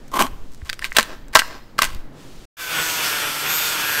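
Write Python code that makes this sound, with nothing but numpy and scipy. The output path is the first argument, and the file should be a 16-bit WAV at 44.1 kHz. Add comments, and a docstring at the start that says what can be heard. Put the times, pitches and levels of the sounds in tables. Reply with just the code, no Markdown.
"""A boatyard, microphone close to the hull. A chisel prises off brittle glass-fibre laminate:
a tear, small snaps, three loud breaks. The cracks ring the hull panel, echo in the yard and overload
the recorder; air buffets the microphone. After a short silence an angle grinder sands the hull,
slowing and whining as it is pressed on."""
import sys
import numpy as np
from scipy import signal
from scipy.fft import rfft, irfft, next_fast_len
from scipy.io import wavfile
from scipy.ndimage import uniform_filter1d, map_coordinates

SR = 44100
rng = np.random.default_rng(int(sys.argv[2]) if len(sys.argv) > 2 else 0)


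def transcribe(signal):
    """Save signal, clipped to [-1, 1], as a 16-bit WAV file at the path in sys.argv[1]."""
    frames = np.atleast_2d(signal).T
    limited = np.clip(frames, -1, 1)
    pcm = np.round(limited * 32767).astype(np.int16)
    wavfile.write(sys.argv[1], SR, pcm)


N = 176400
T = np.arange(N) / SR
FFT_SIZE = next_fast_len(N + SR)
HZ = np.fft.rfftfreq(FFT_SIZE, 1 / SR)

# spectra of a fracture and of its splinters (frequency [Hz], gain [dB])
FRACTURE = [(60, -30.5), (250, -13.5), (800, -29.5), (1250, -0.5), (1700, 0.5), (2500, -0.5), (3500, -2),
            (5000, -3), (7000, -14.5), (15000, -36)]
SPLINTERS = [(1000, -36), (3500, 0.5), (5500, 3.5), (8300, -0.5), (10000, -9), (12000, -6), (15500, -11.5)]
# the grinding disc, slower under load (time [s], speed [turns/s])
DISC_SPEED = [(2.57, 168.5), (2.78, 160.3), (2.9, 159), (2.98, 156.6), (3.16, 147.6), (3.25, 144.8),
              (3.33, 146), (3.48, 151.7), (3.55, 153.4), (3.62, 153.9), (3.72, 152.5), (3.82, 149.8),
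              (4, 146.5)]


def amp(db):
    """Decibels to gain."""
    return 10 ** (np.asarray(db) / 20)


def unit(x):
    """Scale to rms 1."""
    return x / np.sqrt(np.mean(np.abs(x) ** 2) + 1e-20)


def along(points, hz):
    """Interpolate (frequency, value) points on a log frequency axis."""
    freqs, values = np.transpose(points)
    return np.interp(np.log(hz + 1), np.log(freqs + 1), values)


def curves(rows):
    """One value per sample for each column after the time."""
    times, *columns = np.transpose(rows)
    return [np.interp(T, times, column) for column in columns]


def wobble(rate):
    """A smooth random curve, rate knots a second."""
    coarse = T[::16]
    knots = rng.standard_normal(int(N * rate / SR) + 4)
    return np.interp(T, coarse, map_coordinates(knots, [coarse * rate]))


def filtered(x, response):
    """x through a frequency response."""
    return irfft(rfft(x, FFT_SIZE) * response, FFT_SIZE)[:N]


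def colour(points):
    """Causal response of unit power from (frequency [Hz], gain [dB]) points."""
    cepstrum = irfft(np.log(amp(along(points, HZ))), FFT_SIZE)
    cepstrum[1:FFT_SIZE // 2] *= 2
    cepstrum[FFT_SIZE // 2 + 1:] = 0
    return unit(np.exp(rfft(cepstrum)))


def modes(rows):
    """Causal response of unit power from resonances."""
    return unit(sum(amp(db) * 1j * HZ * width / (hz * hz - HZ ** 2 + 1j * HZ * width)
                    for hz, width, db in rows))


def noise(points):
    """Coloured noise of rms 1."""
    return unit(filtered(rng.standard_normal(N), colour(points)))


def grains(rate, spread_db):
    """Random tiny clicks of uneven size, rate a second, rms 1."""
    size = amp(spread_db * np.clip(rng.standard_normal(N), -2, 2))
    return unit((rng.random(N) < rate / SR) * size * rng.choice([-1, 1], N))


def tones(turns, orders, jitter, flutter_db):
    """Slightly unsteady lines on whole multiples of a shaft speed."""
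    return unit(sum(amp(db + flutter_db * wobble(14))
                    * np.sin(2 * np.pi * round(k) * turns + jitter * wobble(60)) for k, db in orders))


def add(track, start, x):
    """Mix x into the track at start seconds."""
    part = track[round(start * SR):][:len(x)]
    part += x[:len(part)]


def yard_ambience():
    """The bed of the yard: a low, wavering noise and a faint hiss."""
    # spectra (frequency [Hz], gain [dB])
    air_colour = [(60, -21.5), (135, -1), (165, -7), (270, -5.5), (400, -10.5), (800, -18), (1600, -23.5),
                  (8000, -53)]
    hiss_colour = [(400, -24.5), (1200, -1.5), (3500, 2.5), (7000, -2), (10000, -8.5), (15000, -13)]
    # background treble (time [s], level [dB])
    hiss_levels = [(.5, -58.5), (1.15, -58), (1.27, -66), (1.7, -62.5), (2.1, -67.5), (2.2, -50.5),
                   (2.45, -52)]
    air = amp(-46 + 2.5 * wobble(5)) * noise(air_colour)
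    return air + amp(curves(hiss_levels)[0]) * noise(hiss_colour)


def mic_buffet():
    """Moving air rumbles on the microphone."""
    # gusts (time [s], level [dB])
    gusts = [(0, -38.5), (.33, -23), (.5, -35), (1.3, -31), (1.75, -37), (1.95, -19), (2.15, -43.5),
             (2.4, -34.5), (2.7, -60)]
    # their spectrum (frequency [Hz], gain [dB])
    gust_colour = [(6, 9.5), (25, -5), (100, -23), (250, -39.5), (1000, -96.5)]
    return amp(curves(gusts)[0]) * noise(gust_colour)


def laminate_snaps(jolt=0.59, energy_s=0.0023):
    """Each snap is a jolt and a quick run of micro-fractures; fibres crackle and the panel rings."""
    # snaps (time [s], level [dB], t60 [s], relative panel ring [dB], relative splinter treble [dB])
    snaps = [(0.081, -52.5, .012, -13, 6.5), (0.193, -17, 0.016, 4, -3), (0.203, -29.5, 0.011, 14.5, 0),
             (0.215, -24, .006, 4, -4), (.223, -18.5, 0.0037, 4.5, -0.5), (0.268, -32.5, 0.0064, 3, -13),
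             (0.694, -22, 0.0076, -21, -20), (.698, -15.5, 0.0085, -15, -10),
             (.730, -21.5, 0.014, -13, -9.5), (.793, -26.5, 0.0038, -28, -12),
             (0.8437, -17.5, 0.004, -35, -11), (0.85, -19.5, 0.073, -15, -6.5),
             (0.9662, -8, 0.006, -17, -11), (0.9688, -2.5, 0.017, -8, -3.5), (.985, -4.5, 0.012, 4.5, -8.5),
             (.997, -20, 0.0096, 8.5, -4.5), (1.009, -18, .006, -12, -7.5),
             (1.029, -20.5, 0.0067, -12, -1.5), (1.350, -21.5, 0.01, -8.5, 7.5),
             (1.353, 3, 0.019, 1, -16.5), (1.359, -13, 0.015, 14, -16), (1.371, -17.5, 0.0071, 12.5, -6),
             (1.387, -22.5, .012, -1.5, 2), (1.392, -3.5, 0.031, -9, -4.5), (1.790, -16.5, 0.0067, 5, -17),
             (1.8193, -11, 0.019, 1.5, -21), (1.822, -15, 0.015, -25, 5), (1.8314, -13, 0.026, -3.5, -12),
             (1.8427, -14.5, .008, -8, -3), (1.849, -17, 0.053, -13, -2.5),
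             (1.948, -42.5, 0.0068, -21, 7.5)]
    # showers of parting fibres (time [s], t60 [s], level [dB])
    showers = [(.65, 0.29, -41), (.81, 0.27, -34), (.845, 0.056, -27.5), (.945, 0.24, -30.5),
               (.988, 0.15, -21), (1.326, 0.32, -31), (1.365, 0.15, -23.5), (1.78, 0.13, -20.5),
               (1.81, 0.4, -26.5)]
    # hull panel modes (frequency [Hz], width [Hz], gain [dB])
    panel_modes = [(227, 110, -20.5), (508, 53, -3), (660, 180, -8), (1000, 90, 0), (1093, 240, 5),
                   (1300, 140, -4.5), (1310, 57, -3), (1560, 61, 2.5), (1700, 110, -7.5),
                   (2780, 250, -10.5)]
    fracture, panel, splinters = colour(FRACTURE), modes(panel_modes), colour(SPLINTERS)
    n = SR // 8
    out, t = np.zeros(N), np.arange(n) / SR
    kernels = [irfft(response, FFT_SIZE)[:n] for response in (fracture, panel, splinters)]
    for start, db, t60, ring_db, treble_db in snaps:
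        run = rng.standard_normal(n) * rng.exponential(1, n) * amp(-60 * t / t60)
        run /= np.linalg.norm(run)
        run[0] += jolt
        for kernel, part_db in zip(kernels, (0, ring_db, treble_db)):
            part = signal.fftconvolve(run, kernel)[:n]
            # as much energy as this level held for energy_s
            add(out, start, amp(db + part_db) * np.sqrt(energy_s * SR) * part / np.linalg.norm(part))
    shower_level = np.zeros(N)
    for start, t60, db in showers:
        age = np.maximum(T - start, 0)
        rise = np.minimum(age / (0.036 * t60), 1)
        shower_level += rise * amp(db - 60 * age / t60)
    fibres = shower_level * grains(rate=3000, spread_db=7)
    body = unit(fracture + amp(0.5) * panel + amp(-6.5) * splinters)
    return out + filtered(fibres, body)


def yard_echo(x):
    """Close reflections off the hull, and the longer echo of the yard."""
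    # decay of the yard (frequency [Hz], t60 [s])
    decay = [(150, 0.68), (1500, 0.68), (5000, 0.63), (9000, 0.42), (15000, 0.83)]
    hz, t, spectrum = signal.stft(rng.standard_normal(SR), SR, nperseg=256)
    tail = signal.istft(spectrum * amp(-60 * t / along(decay, hz)[:, None]), SR, nperseg=256)[1]
    close = grains(rate=2900, spread_db=5) * amp(-60 * T / 0.078) * (T > .002)
    return sum(amp(db) * signal.fftconvolve(x, echo / np.linalg.norm(echo))[:N]
               for echo, db in ((tail, -22.5), (close, -12)))


def fibre_ticks(t60=0.0066):
    """Fibres part with thin, bright ticks: a fine crackle under strain, and a few stray ones."""
    # splintering before the first break, and stray ticks (time [s], relative level [dB])
    strain = [(.5, -69), (.54, -52.5), (.6, -63.5), (.68, -56.5), (.77, -57.5), (.86, -52), (.96, -47)]
    strays = [(.116, -42), (0.741, -37), (1.283, -44.5), (1.479, -41)]
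    straining = (T > strain[0][0]) * (T < strain[-1][0])
    out = amp(curves(strain)[0]) * grains(rate=230, spread_db=6.5) * straining
    t = np.arange(SR // 50) / SR
    for start, db in strays:
        add(out, start, 2 * amp(db - 60 * t / t60) * rng.standard_normal(len(t)))
    return filtered(out, colour(SPLINTERS) + .5 * colour(FRACTURE))


def tear(slip_hz=1060, slip_scatter=.19):
    """The flap first rips loose: fibres part in a dense run while it sticks and slips at its own pitch."""
    # course of the rip (time [s], relative level [dB])
    rip = [(.118, -41), (.133, -39), (.14, -22.5), (.151, -31.5), (.158, -22), (.174, -17.5), (.181, -37.5),
           (.187, -27), (.194, -16), (.212, -12.5), (.228, -23), (.265, -31), (.282, -40)]
    # spectrum of the parting fibres (frequency [Hz], gain [dB])
    rip_colour = [(100, -14), (260, 1.5), (480, -5), (800, -1.5), (1500, -10.5), (3100, -14.5), (3800, -21),
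                  (8500, -18.5), (10000, -25), (12000, -16.5), (15000, -31.5)]
    # resonances rung by the slips (frequency [Hz], width [Hz], gain [dB])
    slip_modes = [(1057, 194, 0), (3074, 110, -9)]
    level = amp(curves(rip)[0]) * (T > rip[0][0]) * (T < rip[-1][0])
    cycles = np.cumsum(slip_hz * (1 + slip_scatter * wobble(300))) / SR
    slips = np.diff(np.floor(cycles), prepend=0) * amp(3.8 * rng.standard_normal(N))
    ring = unit(filtered(slips, modes(slip_modes)))
    fibres = filtered(level * grains(rate=3500, spread_db=4), colour(rip_colour))
    return amp(-3.5) * fibres + amp(-0.5) * level * ring


def flap_knocks(attack_s=0.00032):
    """Short, hollow knocks as the loosened flap slips on the chisel."""
    # knocks (time [s], level [dB], pitch [Hz], t60 [s])
    knocks = [(0.618, -25, 1800, 0.0047), (.824, -12.5, 1800, 0.014), (0.8436, 0.5, 2290, 0.0033),
              (.920, -5.5, 1930, 0.0043), (.985, -16.5, 220, 0.064), (1.341, -14, 1920, 0.0061),
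              (1.4194, 2, 1570, 0.004), (1.784, -15, 1888, 0.0094), (1.7904, 1, 1190, 0.014)]
    out, t = np.zeros(N), np.arange(SR // 8) / SR
    for start, db, hz, t60 in knocks:
        envelope = amp(db - 60 * t / t60) * (1 - np.exp(-t / attack_s))
        add(out, start, envelope * np.sin(2 * np.pi * hz * t))
    return out


def thud(start=.625, hz=68, t60=0.082, attack_s=0.0031):
    """One soft, low thud in the background."""
    age = np.maximum(T - start, 0)
    return amp(-18.5 - 60 * age / t60) * (1 - np.exp(-age / attack_s)) * np.sin(2 * np.pi * hz * age)


def flap_rubs():
    """The loose flap rubs as it settles after each break: a crumbly rustle."""
    # rubs (middle [s], half length [s], relative level [dB])
    rubs = [(1.108, 0.042, -37), (1.53, 0.055, -39), (1.946, 0.031, -46.5)]
    # their spectrum (frequency [Hz], gain [dB])
    rub_colour = [(120, -15), (240, 5), (600, 1), (1750, 0), (2300, -8), (5500, -12.5), (14000, -37)]
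    level = sum(amp(db) * np.exp(-((T - middle) / half) ** 2) for middle, half, db in rubs)
    return filtered(level * grains(rate=1500, spread_db=4), colour(rub_colour))


def worn_face(turns, overtones):
    """The scrape that repeats every turn of the disc, slowly changing as the grit wears; rms 1."""
    order = np.arange(1, 106)[:, None]
    angle = np.linspace(0, 1, 2048)
    gain = amp(np.interp(order, *np.transpose(overtones), left=-np.inf))
    worn = np.zeros(N)
    for _ in range(4):
        face = (gain * np.cos(2 * np.pi * (order * angle + rng.random(order.shape)))).sum(0)
        worn += wobble(7) * np.interp(turns % 1, angle, face)
    return worn / np.sqrt(np.abs(uniform_filter1d(worn ** 2, size=len(angle))) + 1e-9)


def abrasion(turns, spectrum, repeat):
    """Grit scraping the hull: the share repeat comes round every turn, the rest is new."""
    repeating = np.sqrt(repeat) * worn_face(turns, [(1, 0)])
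    fresh = np.sqrt(1 - repeat) * grains(rate=14000, spread_db=3.5)
    return unit(filtered(repeating + fresh, colour(spectrum))) * amp(1.05 * wobble(29.96))


def disc_chatter(turns, speed):
    """Pressed on, the disc bounces against the hull and buzzes on multiples of its speed."""
    # strength of the bouncing (time [s], relative level [dB])
    levels = [(2.6, -49), (2.78, -40), (2.94, -42), (3.08, -32), (3.24, -31), (3.31, -50), (3.7, -46),
              (3.83, -33.5), (4, -27.5)]
    # its spectrum (frequency [Hz], gain [dB])
    bounce_colour = [(150, -18), (300, -10), (600, -17.5), (1330, -15), (1500, -3), (1620, 7), (1780, 0.5),
                     (1950, -9), (2600, -16), (5000, -17)]
    bounces = [(k, along(bounce_colour, k * speed)) for k in range(1, 33)]
    return amp(curves(levels)[0] + 2) * tones(turns, bounces, jitter=.12, flutter_db=1.5)


def motor_whine(turns, gear_ratio=3.08):
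    """The motor whines, turning faster than the disc it drives."""
    # whine (multiple of the motor speed, gain [dB])
    orders = [(1, -21), (2, -7.5), (3, 1)]
    return tones(gear_ratio * turns, orders, jitter=.3, flutter_db=3)


def disc_squeals(turns, sideband_db=-6):
    """Eased off, the disc squeals in step with its rotation; higher squeals are rougher."""
    # squeals (middle [s], half length [s], level [dB], multiple of the disc speed)
    squeals = [(2.85, .1, -41, 41), (2.88, .11, -40, 49), (3.57, .09, -28, 85), (3.63, .11, -39, 92),
               (3.93, .06, -34, 83), (3.59, .1, -33.5, 44), (3.61, .1, -36, 50), (3.6, .13, -40.5, 24)]
    out, highest = np.zeros(N), max(row[3] for row in squeals)
    for middle, half, db, k in squeals:
        side_db = sideband_db + 10 * np.log10(k / highest)
        lines = [(round(k) + j, abs(j) ** .5 * side_db) for j in range(-2, 3)]
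        width_hz = .025 * k * DISC_SPEED[-1][1]
        # a narrow band of noise around the pitch
        skirt = np.real((wobble(width_hz) + 1j * wobble(width_hz)) * np.exp(2j * np.pi * turns * k))
        voice = tones(turns, lines, jitter=0.34, flutter_db=3) + .5 * k / highest * skirt
        out += amp(db) * np.exp(-((T - middle) / half) ** 4 / 2) * unit(voice)
    return out


def grinder():
    """The disc rasps, whirrs, chatters and squeals on the hull; the motor whines beneath."""
    # grinding (time [s], relative rasp level [dB], scour level [dB])
    levels = [(2.57, -47.5, -49), (2.6, -32.5, -36.5), (2.66, -30, -34), (2.75, -24, -30),
              (2.9, -24.5, -28), (3.08, -23.5, -27.5), (3.22, -24.5, -29), (3.34, -27, -31),
              (3.44, -25, -29), (3.65, -25, -28), (4, -25, -28.5)]
    # spectra of the midrange rasp and the bright scour (frequency [Hz], gain [dB])
    rasp_colour = [(60, -16.5), (155, -11), (215, -15), (300, -10.5), (800, -10.5), (1100, -7),
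                   (1400, -2.5), (1950, -7.5), (2400, -3), (3200, -6.5), (3520, -4.5), (3850, -19.5),
                   (8000, -53.5)]
    scour_colour = [(2500, -19), (3900, 0), (4600, 3), (6500, -2), (8500, -1), (9800, -8.5), (11500, -3.5),
                    (14200, -8), (15200, -9)]
    # overtones of the spinning disc (multiple of the disc speed, gain [dB])
    whirr_orders = [(35, -1.5), (41, 2.5), (51, -12), (58, -2), (65, -19), (77, 4), (83, 2), (90, -1),
                    (99, -13)]
    speed = curves(DISC_SPEED)[0] * (1 + 0.00055 * wobble(25.02))
    turns = np.cumsum(speed) / SR
    rasp_db, scour_db = curves(levels)
    rasp = amp(rasp_db - 1) * abrasion(turns, rasp_colour, repeat=0.17)
    scour = amp(scour_db) * abrasion(turns, scour_colour, repeat=0.27)
    whirr = amp(scour_db - 4.5) * worn_face(turns, whirr_orders)
    chatter = disc_chatter(turns, speed)
    motor = amp(rasp_db - 10) * motor_whine(turns)
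    return rasp + scour + whirr + chatter + motor + disc_squeals(turns)


def scene(pause_s=2.455, resume_s=2.568, fade_s=.003):
    """One microphone at the hull: prising, a moment of silence, then grinding."""
    cracks = laminate_snaps() + tear() + flap_knocks() + fibre_ticks() + flap_rubs()
    buffet = mic_buffet()
    prising = cracks + yard_echo(cracks) + yard_ambience() + thud() + buffet
    before = np.clip((pause_s - T) / fade_s, 0, 1)
    after = np.clip((T - resume_s) / fade_s, 0, 1)
    return (prising * before + (grinder() + buffet) * after)[None]


def record(dry, top_hz=16000, edge_hz=400, ceiling=.95):
    """The loudest cracks clip the recorder; nothing is kept above its band limit."""
    band = np.sin(np.pi / 2 * np.clip((top_hz - HZ) / edge_hz, 0, 1)) ** 2
    clipped = np.clip(filtered(dry[0], band), -ceiling, ceiling)
    return filtered(clipped, band)[None]


dry = scene()
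out = record(dry)
transcribe(out)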